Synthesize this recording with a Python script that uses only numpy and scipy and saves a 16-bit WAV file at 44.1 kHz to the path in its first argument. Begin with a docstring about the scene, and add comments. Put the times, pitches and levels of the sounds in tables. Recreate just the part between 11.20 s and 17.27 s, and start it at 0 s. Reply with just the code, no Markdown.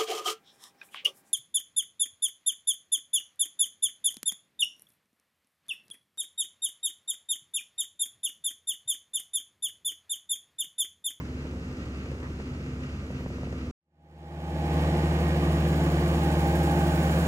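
"""A diesel tractor hums and clatters steadily while a scraper's steel bowl knocks and rubs and a thin squeal arches.
That scene is cut off abruptly; a second six-cylinder tractor fades in, takes up its load and draws nearer, ticking.
Engine tones are multiples of the firing rate; rumble, clatter, ringing panels and hiss are shaped noise.
Knocks strike decaying bowl modes and shove the air; the squeal is a gliding sine of unsteady strength.
"""
import sys
import numpy as np
from scipy import signal
from scipy.fft import rfft, irfft
from scipy.io import wavfile

SR = 44100
rng = np.random.default_rng(int(sys.argv[2]) if len(sys.argv) > 2 else 0)


def transcribe(u):
    """Save the signal u as a 16-bit wav file named by the first command-line argument.

    u: samples, shape (n,) or (channels, n), limited to [-1, 1]; the rate is SR.
    q: integer samples, one column per channel.
    """
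    v = np.clip(np.atleast_2d(u).T, -1, 1)
    q = np.round(v * 32767).astype(np.int16)
    wavfile.write(sys.argv[1], SR, q)


N = 267687
TIME = np.arange(N) / SR  # s
FREQS = np.maximum(np.arange(N // 2 + 1) * SR / N, 1)  # Hz, kept positive for logarithms


def from_db(db):
    """Decibels to amplitude gain."""
    return 10 ** (np.asarray(db) / 20)


def rms_one(x):
    """Scale to unit rms."""
    return x / np.sqrt(np.mean(x ** 2) + 1e-20)


def in_time(rows):
    """Each column of a time table, linear between rows, at every sample."""
    t_s, *columns = np.transpose(rows)
    return [np.interp(TIME, t_s, column) for column in columns]


def in_frequency(rows):
    """Each column of a spectrum table, linear in log frequency, at every bin."""
    hz, *columns = np.transpose(rows)
    return [np.interp(np.log(FREQS), np.log(hz), column) for column in columns]


def ramp(start_s, length_s):
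    """Linear rise from 0 to 1, held either side."""
    return np.clip((TIME - start_s) / length_s, 0, 1)


def drift(rate_hz):
    """Slow random wander of spread 1: noise through two equal poles at rate_hz."""
    step = 40  # samples per slow point
    r = np.exp(-2 * np.pi * step * rate_hz / SR)
    noise = rng.standard_normal(N // step + 2002)
    slow = signal.lfilter([1], [1, -2 * r, r * r], noise)[2000:]  # drop the settling
    return np.interp(np.arange(N) / step, np.arange(len(slow)), rms_one(slow))


def colour(x, gain):
    """Filter by a gain per frequency; rms 1."""
    return rms_one(irfft(rfft(x) * gain, N))


def below(hz):
    """Gain of a steep low-pass."""
    return 1 / np.sqrt(1 + (FREQS / hz) ** 8)


def above(hz):
    """Gain of the power-complementary high-pass."""
    return np.sqrt(1 - below(hz) ** 2)


def resonate(x, resonances):
    """Parallel two-pole resonances of alternating sign; rms 1."""
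    out = 0
    for k, (hz, width_hz, db) in enumerate(resonances):
        r = np.exp(-np.pi * width_hz / SR)
        poles = [1, -2 * r * np.cos(2 * np.pi * hz / SR), r * r]
        band = signal.lfilter([1 - r * r, 0, r * r - 1], poles, x)
        out = out + (-1) ** k * from_db(db) * band
    return rms_one(out)


def place(sound, stereo):
    """Row 0 arrives from one direction; row 1, scattered by ground and machine, differs between the ears."""
    pan_db, likeness, lead_rad = in_frequency(stereo)
    apart = above(320) ** 2  # the bass is kept mono, alike in both ears
    pan_db = apart * pan_db
    likeness = 1 - apart * (1 - np.clip(likeness, 0, 1))
    lead_rad = apart * lead_rad
    direct, scattered = rfft(sound)
    sides = np.array([[1], [-1]])  # left, right
    ears = np.sqrt((1 + likeness) / 2) * direct + sides * np.sqrt((1 - likeness) / 2) * scattered
    pan = from_db(sides * pan_db / 2)
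    pan = pan / np.sqrt(np.mean(pan ** 2, axis=0))  # keep the power of both ears
    return irfft(ears * pan * np.exp(.5j * sides * lead_rad), N)


def tones(firings, rows):
    """Turning parts sound at fixed multiples of the firing rate, wavering in strength and phase."""
    out = 0
    for multiple, rms_db, unsteady in rows:
        wander = (drift(10.1) + 1j * drift(2.3)) / np.sqrt(2)
        waver = (1 + unsteady * wander) / np.sqrt(1 + unsteady ** 2)
        start = rng.random((2, 1))  # starting phase per row, cycles
        wave = np.real(waver * np.exp(2j * np.pi * (multiple * firings + start)))
        out = out + np.sqrt(2) * from_db(rms_db) * wave
    return out


def bursts(firings, cylinders_db, decay, uneven_db):
    """Each firing opens a burst dying within a share of the interval; cylinders and strokes differ. Rms 1."""
    stroke, since = np.divmod(firings, 1)
    stroke = stroke.astype(int)
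    chance = rng.standard_normal(size=1024)
    cylinder_db = np.array(cylinders_db)[stroke % len(cylinders_db)]
    strength_db = cylinder_db + uneven_db * chance[stroke % len(chance)]
    return rms_one(from_db(strength_db) * (np.exp(-since / decay) - np.exp(-8 * since / decay)))


def pulsing(gate, depth):
    """Turbulence noise; a share of its power, depth, follows the bursts."""
    depth = np.clip(depth, 0, 1)
    return np.sqrt(1 - depth + depth * gate ** 2) * rng.standard_normal((2, N))


def cyclic(firings, repeat):
    """Vibration noise; a share of its power comes back alike on every six-firing engine cycle."""
    repeat = np.clip(repeat, 0, 1)
    cycle = rng.standard_normal(size=(2, 3400))
    angle = (firings / 6 % 1 * cycle.shape[1]).astype(int)
    return np.sqrt(repeat) * cycle[:, angle] + np.sqrt(1 - repeat) * rng.standard_normal((2, N))


def hauling_tractor():
    """Steady speed and load: hum, rumble, uneven exhaust bark, ringing panels and dull clatter."""
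    # turning parts: [f/firing rate, level/dB rms, unsteadiness]
    tone_rows = [(1, -41, 0.28), (2, -46.5, 0.26), (3, -53.5, 0.79), (1.273, -46.5, 0.253),
                 (1.9, -50.5, 0.93), (4.97, -55.5, 1), (3.604, -44, 0.34), (6.5, -57, 0.7)]
    # roar spectrum: [f/Hz, relative density/dB per Hz]
    roar_rows = [(20, -19), (45, -7.5), (130, -0.5), (300, -5), (520, -17), (800, -24.5), (1400, -20.5),
                 (2700, -26.5), (3600, -33), (6500, -35.5), (8000, -41.5), (11000, -50.5), (15800, -51.5)]
    # exhaust pipe resonances: [f/Hz, width/Hz, relative level/dB]
    pipe = [(310, 57, -1), (518, 53, -1.5), (564, 180, -15)]
    # steel panel resonances: [f/Hz, width/Hz, relative level/dB]
    panel_modes = [(1204, 39, 4), (1334, 76, 1.5), (1560, 61, 1), (1916, 120, 1.5), (2310, 150, -2),
                   (2484, 28, 3.5), (2740, 230, -1.5), (4690, 1100, -13.5), (6750, 210, -13)]
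    # cylinders in firing order: [relative strength/dB]
    cylinders_db = [8.5, 3.5, 8.5, 7, 3.5, -12]
    firing_hz = 69.5
    firings = firing_hz * TIME
    roar = from_db(in_frequency(roar_rows)[0])
    gate = bursts(firings + 2.5, cylinders_db, decay=0.47, uneven_db=4.0)
    rumble = from_db(-39.5) * colour(cyclic(firings, repeat=0.28), roar * below(830))
    bark = from_db(-50.5) * colour(resonate(pulsing(gate, depth=0.62), pipe), below(1121))
    panels = from_db(-54.0 + 2.7 * drift(7.0)) * resonate(pulsing(gate, depth=0.16), panel_modes)
    clatter_gain = from_db(-50.5 + 0.13 * drift(11))
    clatter = clatter_gain * colour(pulsing(gate, depth=0.094), roar * above(530))
    return tones(firings, tone_rows) + rumble + bark + panels + clatter


def scraper():
    """The bowl bumps in its pins: knocks strike decaying modes and shove the air; steel rubs as shaped noise."""
    # knocks: [t/s, level/dB]
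    knocks = [(0.251, -28.5), (0.335, -34), (1.199, -26.5), (1.903, -27), (2.006, -30), (2.06, -24),
              (2.102, -29), (2.183, -32), (2.232, -26.5), (2.271, -29), (2.326, -28.5)]
    # earth-damped bowl modes: [f/Hz, relative level/dB, t60/s]
    bowl = [(222, -4, 0.048), (390, -10, 0.021), (570, -6, 0.024), (746, -9, 0.013), (972, -14, 0.022),
            (1376, -25, 0.051), (1900, -16.5, .02)]
    # steel rubbing on steel: [centre t/s, level/dB, 1/e half-width/s]
    rubs = [(0.005, -43.5, 0.015), (1.05, -46.5, 0.03)]
    bowl_gain_db, shove_gain_db, shove_hz = 1.0, 0.8, 188
    at = [round(t_s * SR) for t_s, db in knocks]
    knock_db = np.array(knocks)[:, 1:]
    # every knock strikes the modes in a slightly different balance
    strengths = from_db(knock_db + 0.53 * rng.standard_normal((len(knocks), len(bowl))))
    out = np.zeros((2, N))
    for k, (hz, db, t60_s) in enumerate(bowl):
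        blows = np.zeros(N)
        blows[at] = strengths[:, k] * from_db(bowl_gain_db + db)
        r = np.exp(-np.log(1000) / (t60_s * SR))
        w = 2 * np.pi * hz / SR
        poles = [1, -2 * r * np.cos(w), r * r]
        out[0] += (-1) ** k * signal.lfilter([0, np.sin(w)], poles, blows + 1e-18)
    # the bowl's mass shoves the air through one sine cycle per knock
    shove = np.zeros(N)
    shove[at] = from_db(shove_gain_db + knock_db[:, 0])
    swing = np.arange(round(SR / shove_hz))
    out[0] -= signal.fftconvolve(shove, np.sin(2 * np.pi * swing / len(swing)))[:N]
    rubbing = sum(from_db(db) * np.exp(-((TIME - t_s) / width_s) ** 2) for t_s, db, width_s in rubs)
    rub_modes = [(1005, 79, -9), (1290, 250, -21), (1880, 250, -15)]  # f/Hz, width/Hz, relative level/dB
    scrape = colour(resonate(rng.standard_normal((2, N)), rub_modes), below(2500))
    return out + rubbing * scrape


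def squeal():
    """Running gear squeals faintly: a thin broken sine glides up and sinks again."""
    start_s, length_s = 1.78, 0.61
    low_hz, rise_hz, jitter_hz = 11200, 2100, 400
    level_db, fall_db = -78.5, 7
    progress = ramp(start_s, length_s)
    arch = np.abs(np.sin(np.pi * progress))
    hz = low_hz + rise_hz * arch + jitter_hz * drift(200)
    fading = from_db(level_db - fall_db * progress)
    strength = fading * np.sqrt(arch) * drift(60)
    return strength * np.sqrt(2) * np.sin(2 * np.pi * np.cumsum(hz) / SR)


def near_speed():
    """Firings per second: the engine sags under load, then its governor hunts with a growing swing."""
    free_hz, sag_hz, load_on_s, sag_s = 76.25, 0.8, 4.05, 0.35
    hunt_hz, hunt_period_s, hunt_build_s = 0.33, 0.57, 0.5
    settled_s = load_on_s + sag_s
    swing = np.cos(2 * np.pi * (TIME - settled_s) / hunt_period_s)
    hunting = ramp(settled_s, hunt_build_s) * swing
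    return free_hz - sag_hz * ramp(load_on_s, sag_s) + hunt_hz * hunting


def nearing(start_db, db_per_s):
    """Gain of a part that grows at a steady dB rate as the tractor draws nearer."""
    nearing_s = 3.5
    return from_db(start_db + db_per_s * np.maximum(TIME - nearing_s, 0))


def near_tractor():
    """Exhaust hum beats against the fan; firings shake the panels and every cycle gives a bright tick."""
    # exhaust: [f/firing rate, level/dB rms, unsteadiness]
    exhaust = [(1, -28, 0.11), (2, -30.5, 0.2), (2.5, -43.5, 0.44), (3, -41.5, 0.72), (4.5, -42, 0.55),
               (6, -49, 0.13)]
    # fan, drive and gears: [f/firing rate, relative level/dB, unsteadiness]
    fan = [(2.237, -2, 0.045), (6.335, -17.5, 0.2), (8.14, -20.5, 0.54)]
    drive_rows = [(3.797, -6, 0.62), (4.325, -7, 0.2), (4.63, -2.5, 0.08)]
    gear_rows = [(10.656, -1.5, 0.4), (11.01, -16.5, 0.94), (11.41, -7.5, 0.34), (25.1, -29, 0.79)]
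    # gear whine: [t/s, level/dB]
    whine = [(3.5, -36.5), (4.04, -46), (4.93, -45.5), (5.05, -34), (5.86, -36), (6.05, -55)]
    # roar spectrum: [f/Hz, relative density/dB per Hz]
    roar_rows = [(25, -19), (50, -13), (110, -4.5), (250, -0.5), (420, -9), (520, -8.5), (850, -7),
                 (1050, -9.5), (1800, -17), (2600, -19), (3800, -23.5), (6000, -31.5), (10000, -32.5),
                 (15800, -31.5)]
    # muffler and bonnet, panels and fuel lines, loose panel, turbocharger: [f/Hz, width/Hz, relative level/dB]
    boom_modes = [(319.6, 48, 1), (530.5, 42, 1.5), (632, 46, -0.5), (697, 58, 0), (848, 57, -4)]
    panel_modes = [(1063, 46, 0.5), (1159.5, 16.4, 5.5), (1234, 50, 0.5), (1496, 31, 1.5),
                   (1650, 110, -2.5), (1869, 25, 2), (2018, 40, -7.5), (2276, 145, -7), (2483, 58, -8),
                   (2846, 55, -6.5), (3110, 72, -10)]
    buzz_modes = [(1502, 85, 2.5), (1630, 35, 3.5)]
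    turbo_modes = [(7170, 96, 3), (6970, 320, 0.5)]
    # cylinders in firing order: [relative strength/dB]
    cylinders_db = [0.6, 0.93, -0.56, -0.94, 2.2, -0.1]
    drive_off_s, drive_fall_db_per_s = 5.58, 30  # drive relieved, its hum dies away
    firings = np.cumsum(near_speed()) / SR
    [whine_db] = in_time(whine)
    relief_db = drive_fall_db_per_s * np.maximum(TIME - drive_off_s, 0)
    roar = from_db(in_frequency(roar_rows)[0])
    hum = tones(firings, exhaust) + nearing(-31.5, db_per_s=2) * tones(firings, fan)
    drive = nearing(-39.0 - relief_db, db_per_s=3.5) * tones(firings, drive_rows)
    gears = from_db(whine_db) * tones(firings, gear_rows)
    gate = bursts(firings, cylinders_db, decay=0.36, uneven_db=1.2)
    rumble = nearing(-34.5, db_per_s=1.03) * colour(cyclic(firings, repeat=0.46), roar * below(860))
    boom = from_db(-36.5) * colour(resonate(pulsing(gate, depth=0.38), boom_modes), below(1140))
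    panels = nearing(-42.0, db_per_s=0.82) * resonate(pulsing(gate, depth=0.2), panel_modes)
    buzz = nearing(-63, db_per_s=8) * resonate(pulsing(gate, depth=0.33), buzz_modes)
    clatter_band = roar * above(1630) * below(7440)
    clatter = nearing(-43.5, db_per_s=0.82) * colour(pulsing(gate, depth=0.16), clatter_band)
    tick = bursts(firings / 6 + 0.17, [0], decay=0.27, uneven_db=1.5)  # one per engine cycle
    hiss = nearing(-54.5, db_per_s=3.5) * colour(pulsing(tick, depth=0.25), roar * above(5700))
    turbo = nearing(-63.0, db_per_s=3.5) * resonate(rng.standard_normal((2, N)), turbo_modes)
    return hum + drive + gears + rumble + boom + panels + buzz + clatter + hiss + turbo


def scene():
    """The first scene is cut off abruptly; the second swells in on a cubic fade."""
    # direction, evened out at low f: [f/Hz, left-right level/dB, likeness of the ears 0-1, left lead/rad]
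    haul_stereo = [(250, -0.1, 0.999, -0.0), (500, -1.3, 0.957, -0.1), (800, -4.1, 0.743, -0.1),
                   (1200, -0.7, 0.438, -0.8), (1700, -1.4, 0.632, -2.9), (2600, -1.9, 0.719, -2.7),
                   (4500, 2.8, 0.518, -2.4), (6200, 6.1, 0.576, 0.3), (8000, 2.7, 0.393, -0.2),
                   (12000, 0.8, 0.177, -1.4)]
    near_stereo = [(300, -0.0, 1.0, -0.0), (550, -1.2, 0.994, -0.2), (900, -2.1, 0.959, -0.7),
                   (1400, -4.8, 0.51, -2.5), (2000, -6.2, 0.673, -2.0), (4000, -0.3, 0.689, -3.1),
                   (5500, -1.9, 0.503, -4.8), (8000, -0.6, 0.555, -6.2), (11000, 2.7, 0.468, -8.1),
                   (15000, 5.2, 0.2, -9.1)]
    cut_s, fade_start_s, fade_end_s = 2.512, 2.556, 3.572
    hauling = place(hauling_tractor() + scraper(), haul_stereo) + squeal()
    fade = ramp(fade_start_s, fade_end_s - fade_start_s) ** 3
    return (TIME < cut_s) * hauling + fade * place(near_tractor(), near_stereo)


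def record(dry):
    """The top is cut steeply: gain falls linearly to zero at the cutoff."""
    cutoff_hz, slope_hz = 15900, 150
    return irfft(rfft(dry) * np.clip((cutoff_hz - FREQS) / slope_hz, 0, 1), N)


dry = scene()
out = record(dry)
transcribe(out)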